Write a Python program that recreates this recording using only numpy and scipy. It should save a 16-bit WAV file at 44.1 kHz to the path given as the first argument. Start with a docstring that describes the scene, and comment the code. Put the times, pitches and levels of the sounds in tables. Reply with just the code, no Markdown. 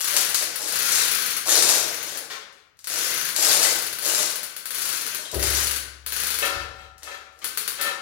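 """A hand chain hoist lifts a heavy iron casting in a bare, echoing workshop, pull by pull.
Its pawl clicks over the ratchet (short noise snaps), and the hand chain rattles through the wheel
(random ticks and pings). The slack loop slaps and drags on the load, whose iron modes ring along.
The load shifts with a thud and a long low boom, and once more very faintly. Still air lies behind."""
import sys
import numpy as np
from scipy import signal
from scipy.fft import rfft, irfft, next_fast_len
from scipy.io import wavfile
from scipy.ndimage import uniform_filter1d

SR = 44100
rng = np.random.default_rng(int(sys.argv[2]) if len(sys.argv) > 2 else 0)


def generate_wav(signal):
    """Clip the signal to [-1, 1] and save it as 16-bit WAV at the path in sys.argv[1]."""
    frames = np.transpose(np.atleast_2d(signal))
    scaled = np.clip(frames, -1, 1) * 32767
    pcm = np.round(scaled).astype(np.int16)
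    wavfile.write(sys.argv[1], SR, pcm)


N = 353241  # length of the scene in samples
TOP_HZ = 15850  # nothing sounds above this pitch

# All levels are relative: the mix adds its own gains. A t60_s is the time to fade by 60 dB.

# Pulls on the hand chain: [first_click_s, last_click_s, clicks, start_lag_teeth, stop_lag_teeth,
# pawl_db, chain_start_db, chain_end_db]
# The lags say how slowly the wheel gets going and comes to rest, in tooth times; their sign is ignored.
PULLS = [(0.0054, 0.5573, 12, 0.9, 8.5, -16, -31, -38), (0.683, 1.3662, 20, 0.3, 1.13, -15.5, -29.5, -34),
         (1.4604, 2.1724, 15, 0, 5.5, -20.5, -35, -36.5), (2.871, 3.288, 11, 1.3, 0.24, -18.5, -31.5, -34),
         (3.3785, 3.927, 18, -1, 2.1, -18.5, -31.5, -40), (3.9857, 4.564, 13, -1, 8.5, -19, -33, -49.5),
         (4.6553, 5.1467, 12, 1, 2.5, -18.5, -40.5, -35.5), (5.343, 5.7605, 12, 1, 1, -16, -32, -38.5),
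         (6.0625, 6.4524, 10, 1.9, 2.3, -16.5, -34.5, -38), (7.443, 7.8124, 4, 5, 5.5, -13, -48, -46)]
# Broad tone of the pawl: [pitch_hz, level_db]
PAWL_TONE = [(50, -22), (200, -15.5), (420, -6.5), (750, -12.5), (1300, -0.5), (5000, -2.5), (8300, -2),
             (15500, -6.5)]
# Ringing pitches of the pawl: [pitch_hz, width_hz, level_db]
PAWL_RING = [(1521, 75, 6), (4440, 400, 6), (10100, 365, 14.5), (13720, 390, 14)]


def ratchet():
    """The pawl snaps onto each tooth and chatters for a few milliseconds."""
    db_per_doubling = 0.56  # a faster wheel flicks the pawl harder
    scatter_db, first_click_db = 0.76, -1.5  # teeth differ; each pull starts gently, taking up the slack
    drops = np.zeros(N)
    for *stroke, pawl_db, _, _ in PULLS:
        clicks = teeth(*stroke)
        scatter = rng.normal(0, scatter_db, len(clicks))
        levels = pawl_db + 4 + db_per_doubling * speed(clicks) + scatter
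        levels[0] += first_click_db
        for click_s, level_db in zip(clicks, levels):
            add(drops, click_s, amp(level_db) * snap(t60=0.017, attack=0.0015))
    return colour(drops, PAWL_TONE, PAWL_RING)


def teeth(first, last, clicks, start_lag, stop_lag):
    """Click times of one pull: the wheel gathers speed, runs, and slows as the arm runs out of reach."""
    k = np.arange(1, round(clicks))
    gaps = 1 + abs(start_lag) / k + abs(stop_lag) / k[::-1]
    return first + (last - first) * np.append(0, np.cumsum(gaps)) / gaps.sum()


def speed(clicks):
    """The wheel's speed at each click, in doublings above a brisk pull."""
    brisk_rate = 33  # teeth per second
    return np.log2(1 / np.gradient(clicks) / brisk_rate)


# Tone of the chain in its wheel: [pitch_hz, level_db]
WHEEL_TONE = [(30, -38.5), (100, -12), (220, -15.5), (400, -12.5), (850, -14.5), (1500, -0.5), (2400, -2.5),
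              (4500, -3.5), (6600, 0.5), (8200, -15.5), (10500, -3.5), (15800, -13)]


def hand_chain():
    """Links tumble through the wheel and its guide, louder the faster the pull."""
    db_per_doubling = 1.5  # a faster chain is louder
    take_up_s = 0.064  # the rattle builds up after the first click
    t, gain = np.arange(N) / SR, np.zeros(N)
    for *stroke, _, start_db, end_db in PULLS:
        clicks = teeth(*stroke)
        level_db = np.linspace(start_db, end_db, len(clicks)) + db_per_doubling * speed(clicks)
        build_up = np.clip((t - clicks[0]) / take_up_s, 0, 1)
        gain += np.interp(t, clicks, amp(level_db), right=0) * build_up
    rattle = links(rate=700, spread_db=5.5, ring_t60=0.037)
    return amp(-2.5) * gain * unit(colour(rattle, WHEEL_TONE))


# The slack loop swings against the casting: [start_s, rise_s, hold_s, jingle_db, knock_db]
SWINGS = [(0, 0.0026, 0.016, -27.5, -52), (0.1, 0.049, 0.0092, -29.5, -34.5),
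          (0.358, 0.02, 0.014, -28.5, -52), (0.377, 0.01, 0.036, -38, -41),
          (0.574, 0.037, 0.087, -31.5, -40.5), (0.797, 0.15, 0.06, -24, -47),
          (1.442, 0.054, 0.076, -19, -27.5), (1.604, 0.018, 0.15, -24, -32),
          (1.868, 0.027, 0.044, -41.5, -44), (2.05, 0.032, 0.081, -41, -44.5),
          (2.868, 0.036, 0.16, -31, -44), (3.33, 0.1, 0.1, -20, -32), (3.579, 0.038, 0.035, -21, -30),
          (3.996, 0.075, 0.15, -25, -36), (4.746, 0.065, 0.12, -34, -50.5), (5.133, 0.04, 0.08, -42, -50),
          (5.415, 0.01, 0.016, -28, -35.5), (5.508, 0.036, 0.046, -26, -42),
          (6.74, 0.026, 0.045, -71.5, -63), (7.03, 0.004, 0.0093, -53, -46), (7.3, 0.03, 0.06, -65, -65)]
# Single links strike the load: [start_s, level_db]
LINK_STRIKES = [(0.1654, -4), (0.345, -6), (1.5538, -10), (1.6236, -5), (1.6902, -4), (2.084, -25.5),
                (2.526, -43.5), (2.7703, -52), (2.7902, -36), (2.8432, -25.5), (3.3623, -9), (3.6297, -5.5),
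                (5.3142, -20), (5.4268, -11.5), (6.98, -38.5), (7.0323, -25.5), (7.3896, -38.5)]
# Bright tone of the links: [pitch_hz, level_db]
JINGLE_TONE = [(200, -46.5), (1100, -10), (2000, -7.5), (3300, -7), (4100, -1.5), (7000, 0.5),
               (12000, -4.5), (15500, -16.5)]
# Dull tone of the knocks: [pitch_hz, level_db]
KNOCK_TONE = [(50, -26), (230, -13), (340, -5), (540, 0.5), (750, 1.5), (1100, -4.5), (2500, -33)]
# Resonances of the casting's hollow wall: [pitch_hz, width_hz, level_db]
HOLLOW_WALL = [(325, 24, 8.5), (480, 57, 6), (588, 57, 2.5)]


def slack_loop():
    """Swinging links jingle on the casting, whose hollow wall knocks under them."""
    jingle_gain, knock_gain, strikes = np.zeros((3, N))
    for s, rise, hold, jingle_db, knock_db in SWINGS:
        contact = swell(s, rise, hold, release_t60=0.33)  # the links settle
        jingle_gain = np.maximum(jingle_gain, amp(jingle_db) * contact)
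        knock_gain = np.maximum(knock_gain, amp(knock_db) * contact)
    bright_links = links(rate=450, spread_db=7, ring_t60=0.026)
    dull_links = links(rate=160, spread_db=5.5, ring_t60=0.014)
    jingle = jingle_gain * unit(colour(bright_links, JINGLE_TONE))
    knock = knock_gain * unit(colour(dull_links, KNOCK_TONE, HOLLOW_WALL))
    for s, level_db in LINK_STRIKES:
        add(strikes, s, amp(level_db - 6) * snap(t60=0.024, attack=0.00019))
    return amp(-3.5) * jingle + amp(-7) * knock + colour(strikes, JINGLE_TONE)


# The chain drags over a ringing edge of the load: [start_s, rise_s, hold_s, level_db]
DRAGS = [(6.418, 0.005, 0.025, -22.5), (6.496, 0.02, 0.1, -38.5), (6.726, 0.027, 0.072, -49.5),
         (7.043, 0.03, 0.064, -39), (7.187, 0.031, 0.036, -57), (7.771, 0.02, 0.098, -30.5)]
# Tone of grating links: [pitch_hz, level_db]
GRATE_TONE = [(100, -35), (400, -5), (850, -5), (1400, 1.5), (1900, -2), (4000, -2.5), (5500, -6.5),
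              (14000, -19)]


def drag():
    """Links grate over an edge of the load and take on the colour of its ringing pitches."""
    contact = sum(amp(db) * swell(s, rise, hold, release_t60=0.15) for s, rise, hold, db in DRAGS)
    edge_width_hz, edge_db = 33, 13.5
    edge = [(hz, edge_width_hz, db + edge_db) for hz, db, _ in IRON_MODES]
    grating = links(rate=600, spread_db=11, ring_t60=0.03)
    return amp(-5) * contact * unit(colour(grating, GRATE_TONE, edge))


# The load's ringing pitches, before the chain damps them: [pitch_hz, level_db, t60_s]
IRON_MODES = [(562, -7, 0.85), (762, -16, 4.8), (975, -13.5, 1.2), (1283, -8, 1.1), (1370, -6, 2.4),
              (1590, -16.5, 1.1), (1779, 2.5, 0.39), (2164, -6, 0.42), (2606, -4.5, 0.48),
              (2970, -19.5, 0.4), (3210, -11, 0.61), (3260, -8.5, 0.5), (3800, -9.5, 0.4), (3980, -9, 0.45),
              (4370, -19, 0.4), (4910, -21, 0.35)]


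def iron_ring(contacts):
    """Every mode of the load fills with the energy of the contacts and leaks it at its own speed."""
    damping_t60 = 2.2  # s, the chain lying on the iron shortens its ring
    t, out = np.arange(N) / SR, np.zeros((2, N))
    for hz, db, t60 in IRON_MODES:
        # share of the energy left after one sample
        keep = np.exp(-2 * np.log(1000) * (1 / t60 + 1 / damping_t60) / SR)
        wandering = contacts * amp(0.92 * wobble(rate=5.4))  # the contact point wanders
        energy = signal.lfilter([1 / SR], [1, -keep], wandering ** 2)
        start_phase = rng.uniform(0, 2 * np.pi, (2, 1))  # left and right differ
        phase = 2 * np.pi * hz * t + .5 * wobble(rate=37) + start_phase
        out += amp(db + 1.4 * wobble(rate=23)) * np.sqrt(energy) * np.sin(phase)
    return out


# The load shifts on the floor: [start_s, length_s, crunch_db, rumble_db, boom_db]
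SHIFTS = [(5.327, 0.27, -30.5, -34, -28.5), (6.519, 0.4, -50, -44.5, -48)]
# Tone of the crunch: [pitch_hz, level_db]
CRUNCH_TONE = [(50, -23), (130, -4.5), (220, -16), (330, -0.5), (560, -2.5), (800, -12), (2500, -30.5)]
# Tone of the rumble: [pitch_hz, level_db]
RUMBLE_TONE = [(20, -26), (42, -4), (85, -0.5), (250, -24.5), (600, -61)]
# The hanging load's low modes: [pitch_hz, level_db, t60_s]
BOOM_MODES = [(69, -0.5, 1.56), (68.2, -6, 3.6), (110.6, -13, 1.55)]


def load_shift():
    """The casting slips on the floor with a crunch and a rumble, then booms on its taut chain."""
    crunch, rumble, boom = np.zeros((3, N))
    t = np.arange(3 * SR) / SR
    modes = sum(amp(db - 60 * t / t60) * np.sin(2 * np.pi * hz * t) for hz, db, t60 in BOOM_MODES)
    modes = modes * (1 - np.exp(-t / 0.05))  # soft onset
    for s, length, crunch_db, rumble_db, boom_db in SHIFTS:
        add(crunch, s, amp(crunch_db) * burst(t60=length, attack=0.0024))
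        add(rumble, s, amp(rumble_db) * burst(t60=3.6 * length, attack=0.026))
        add(boom, s + 0.0132, amp(boom_db) * modes)
    return colour(crunch, CRUNCH_TONE), colour(rumble, RUMBLE_TONE) + boom


# A taut link's ring: [pitch_hz, width_hz, level_db]
TAUT_LINK = [(3220, 110, 27), (3830, 90, 28.5)]


def chink():
    """A link of the load chain slips into its seat and rings briefly, just before the load shifts."""
    slip = np.zeros(N)
    add(slip, 5.249, amp(-29.5) * burst(t60=0.061, attack=0.0022))
    return colour(slip, GRATE_TONE, TAUT_LINK)


# A few slack links tumble together: [start_s, level_db, length_s]
TUMBLES = [(2.299, -32, .2), (2.58, -57, .1), (7.021, -44, .1), (7.416, -37, .1)]


def tumbles():
    """Slack links fall against each other in a short, dull clatter."""
    clatter = np.zeros(N)
    for s, level_db, length in TUMBLES:
        add(clatter, s, amp(level_db) * burst(t60=length, attack=.002))
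    return colour(clatter, GRATE_TONE)


# How long the echoes last: [pitch_hz, t60_s]
ROOM_DECAY = [(100, 1), (600, 0.81), (1400, 0.8), (6000, 0.59), (14000, 0.33)]
# How alike the echoes are left and right: [pitch_hz, likeness from 0 to 1]
LEFT_RIGHT_LIKENESS = [(60, 0.65), (250, 0.55), (500, 0.29), (1200, 0.023)]


def workshop(x, early_db, early_t60):
    """Hard walls: strong first echoes, then a tail that dies sooner in the treble."""
    hz, t, noise = signal.stft(rng.standard_normal((2, SR)), SR, nperseg=256)
    likeness = np.clip(along(LEFT_RIGHT_LIKENESS, hz), 0, 1)
    turn = np.arccos(likeness)[:, None] / 2
    decay = amp(-60 * t / along(ROOM_DECAY, hz)[:, None]) + amp(early_db - 60 * t / early_t60)
    shares = np.array([np.cos(turn), np.sin(turn)])
    mid, side = signal.istft(noise * decay * shares, SR, nperseg=256)[1]
    tail = np.pad([mid + side, mid - side], ((0, 0), (SR // 250, 0)))  # echoes start 4 ms late
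    return signal.fftconvolve(x[None], tail / np.linalg.norm(tail[0]), axes=1)[:, :N]


def heard(x, direct_db, echo_db, pan_db):
    """A source a few metres away: more echo than direct sound, which reaches the right side first."""
    direct = np.array([x, np.roll(x, shift=-3)])  # right leads by 3 samples
    # the sound leaves from ever different places along the chain, each with its own echoes
    places = np.array([wobble(rate=16) for _ in range(4)])
    places = places / np.linalg.norm(places, axis=0)
    echo = sum(workshop(x * share, early_db=-8, early_t60=0.024) for share in places)
    return (amp(direct_db) * direct + amp(echo_db) * echo) * amp([[pan_db], [-pan_db]])


# Tone of the still air: [pitch_hz, level_db]
AIR_TONE = [(25, -21), (80, -4.5), (220, -18), (650, -20.5), (2000, -11), (15000, -52.5)]


def still_air():
    """The air of the shop: a faint steady noise, separate on each side."""
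    noises = rng.standard_normal((2, N))
    return amp(-68) * np.array([unit(colour(noise, AIR_TONE)) for noise in noises])


def links(rate, spread_db, ring_t60, size=384):
    """Random contacts at rms 1: each is a sharp tick and a brief ping at the link's own pitch."""
    t = np.arange(size) / SR
    gap, force, pitch, side = rng.random((int(rate * N / SR), 4)).T
    waits = np.cumsum(-np.log(1 - gap))
    at = (waits / waits[-1] * (N - 1)).astype(int)
    strength = amp(2 * spread_db * force ** 2) * np.sign(side - .5)
    waves = np.sin(2 * np.pi * TOP_HZ * pitch[:, None] * t)
    pings = strength[:, None] * waves * amp(-60 * t / ring_t60)
    ring = np.bincount((at[:, None] + np.arange(size)).ravel(), pings.ravel())[:N]
    ticks = np.bincount(at, strength, N)
    # a steady pull feeds steady power
    supply = np.abs(uniform_filter1d(ticks ** 2, size=SR // 16)) + np.mean(ticks ** 2) / 10
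    return unit((unit(ticks) + .5 * unit(ring)) / np.sqrt(supply))


def snap(t60, attack):
    """A hard steel contact: a chatter of tiny impacts, about equally strong at every frequency."""
    chatter = burst(t60, attack)
    phases = np.angle(rfft(chatter, 4 * len(chatter)))
    even = irfft(np.exp(1j * phases))[:len(chatter)]
    return even * np.linalg.norm(chatter) / np.linalg.norm(even)


def burst(t60, attack):
    """A puff of noise that swells and dies, one second long at most."""
    t = np.arange(min(int(t60 * SR) + 2, SR)) / SR
    return rng.standard_normal(len(t)) * amp(-60 * t / t60) * (1 - np.exp(-t / attack))


def swell(s, rise, hold, release_t60):
    """Gain per sample of a spell of rattling: it rises from time s, holds and dies away."""
    t = np.arange(N) / SR - s
    return np.clip(t / rise, 0, 1) * amp(-60 * np.clip((t - rise - hold) / release_t60, 0, 2))


def colour(x, points, peaks=(), size=8192):
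    """A causal filter of unit power: a broad spectrum with resonances on top."""
    hz = np.fft.rfftfreq(size, 1 / SR)
    resonance = sum(amp(db) ** 2 / (1 + (2 * (hz - f) / width) ** 2) for f, width, db in peaks)
    gain = amp(along(points, hz)) * np.sqrt(1 + resonance)
    # folding the cepstrum makes the filter respond as early as it can
    cepstrum = irfft(np.log(gain + 1e-6))
    cepstrum[1:size // 2] *= 2
    cepstrum[size // 2 + 1:] = 0
    kernel = irfft(np.exp(rfft(cepstrum)))
    return signal.oaconvolve(x, kernel / np.linalg.norm(kernel))[:N]


def along(points, hz):
    """(pitch_hz, value) points read on a log axis."""
    f, v = np.transpose(points)
    return np.interp(np.log(hz + 1), np.log(f + 1), v)


def wobble(rate):
    """A smooth random curve, rate knots a second, joined by straight lines."""
    knots = rng.standard_normal(int(N * rate / SR) + 4)
    return np.interp(np.arange(N) * rate / SR, np.arange(len(knots)), knots)


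def add(track, s, sound):
    """Mix a sound into a track at time s."""
    start = int(np.clip(round(s * SR), 0, N - 1))
    track[start:start + len(sound)] += sound[:N - start]


def amp(db):
    """Decibels to gain."""
    return 10 ** (np.asarray(db) / 20)


def unit(x):
    """x at rms 1."""
    return x / np.sqrt(np.mean(x ** 2) + 1e-20)


def scene():
    """The hoist overhead, the load and its slack chain below, and the still air of the shop."""
    grating, loop = drag(), slack_loop()
    crunch, low = load_shift()
    pawl = heard(ratchet(), direct_db=-2, echo_db=3, pan_db=0.36)
    rattle = hand_chain() + tumbles() + chink() + grating + crunch
    hoist = heard(rattle, direct_db=-3, echo_db=3.5, pan_db=0.3)
    load = heard(loop, direct_db=0, echo_db=3, pan_db=-0.5)
    ring = iron_ring(amp(16.5) * grating + amp(-8.5) * loop)
    return pawl + hoist + load + ring + low + still_air()


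def record(dry):
    """The left channel is much the stronger; sharp peaks round off, then all above TOP_HZ is cut."""
    level = dry * amp([[5], [-5.3]])
    rounded = level / (1 + np.abs(level / .8) ** 6) ** (1 / 6)
    size = next_fast_len(N + SR // 4)
    passed = np.fft.rfftfreq(size, 1 / SR) < TOP_HZ
    return irfft(rfft(rounded, size) * passed, size)[:, :N]


dry = scene()
out = record(dry)
generate_wav(out)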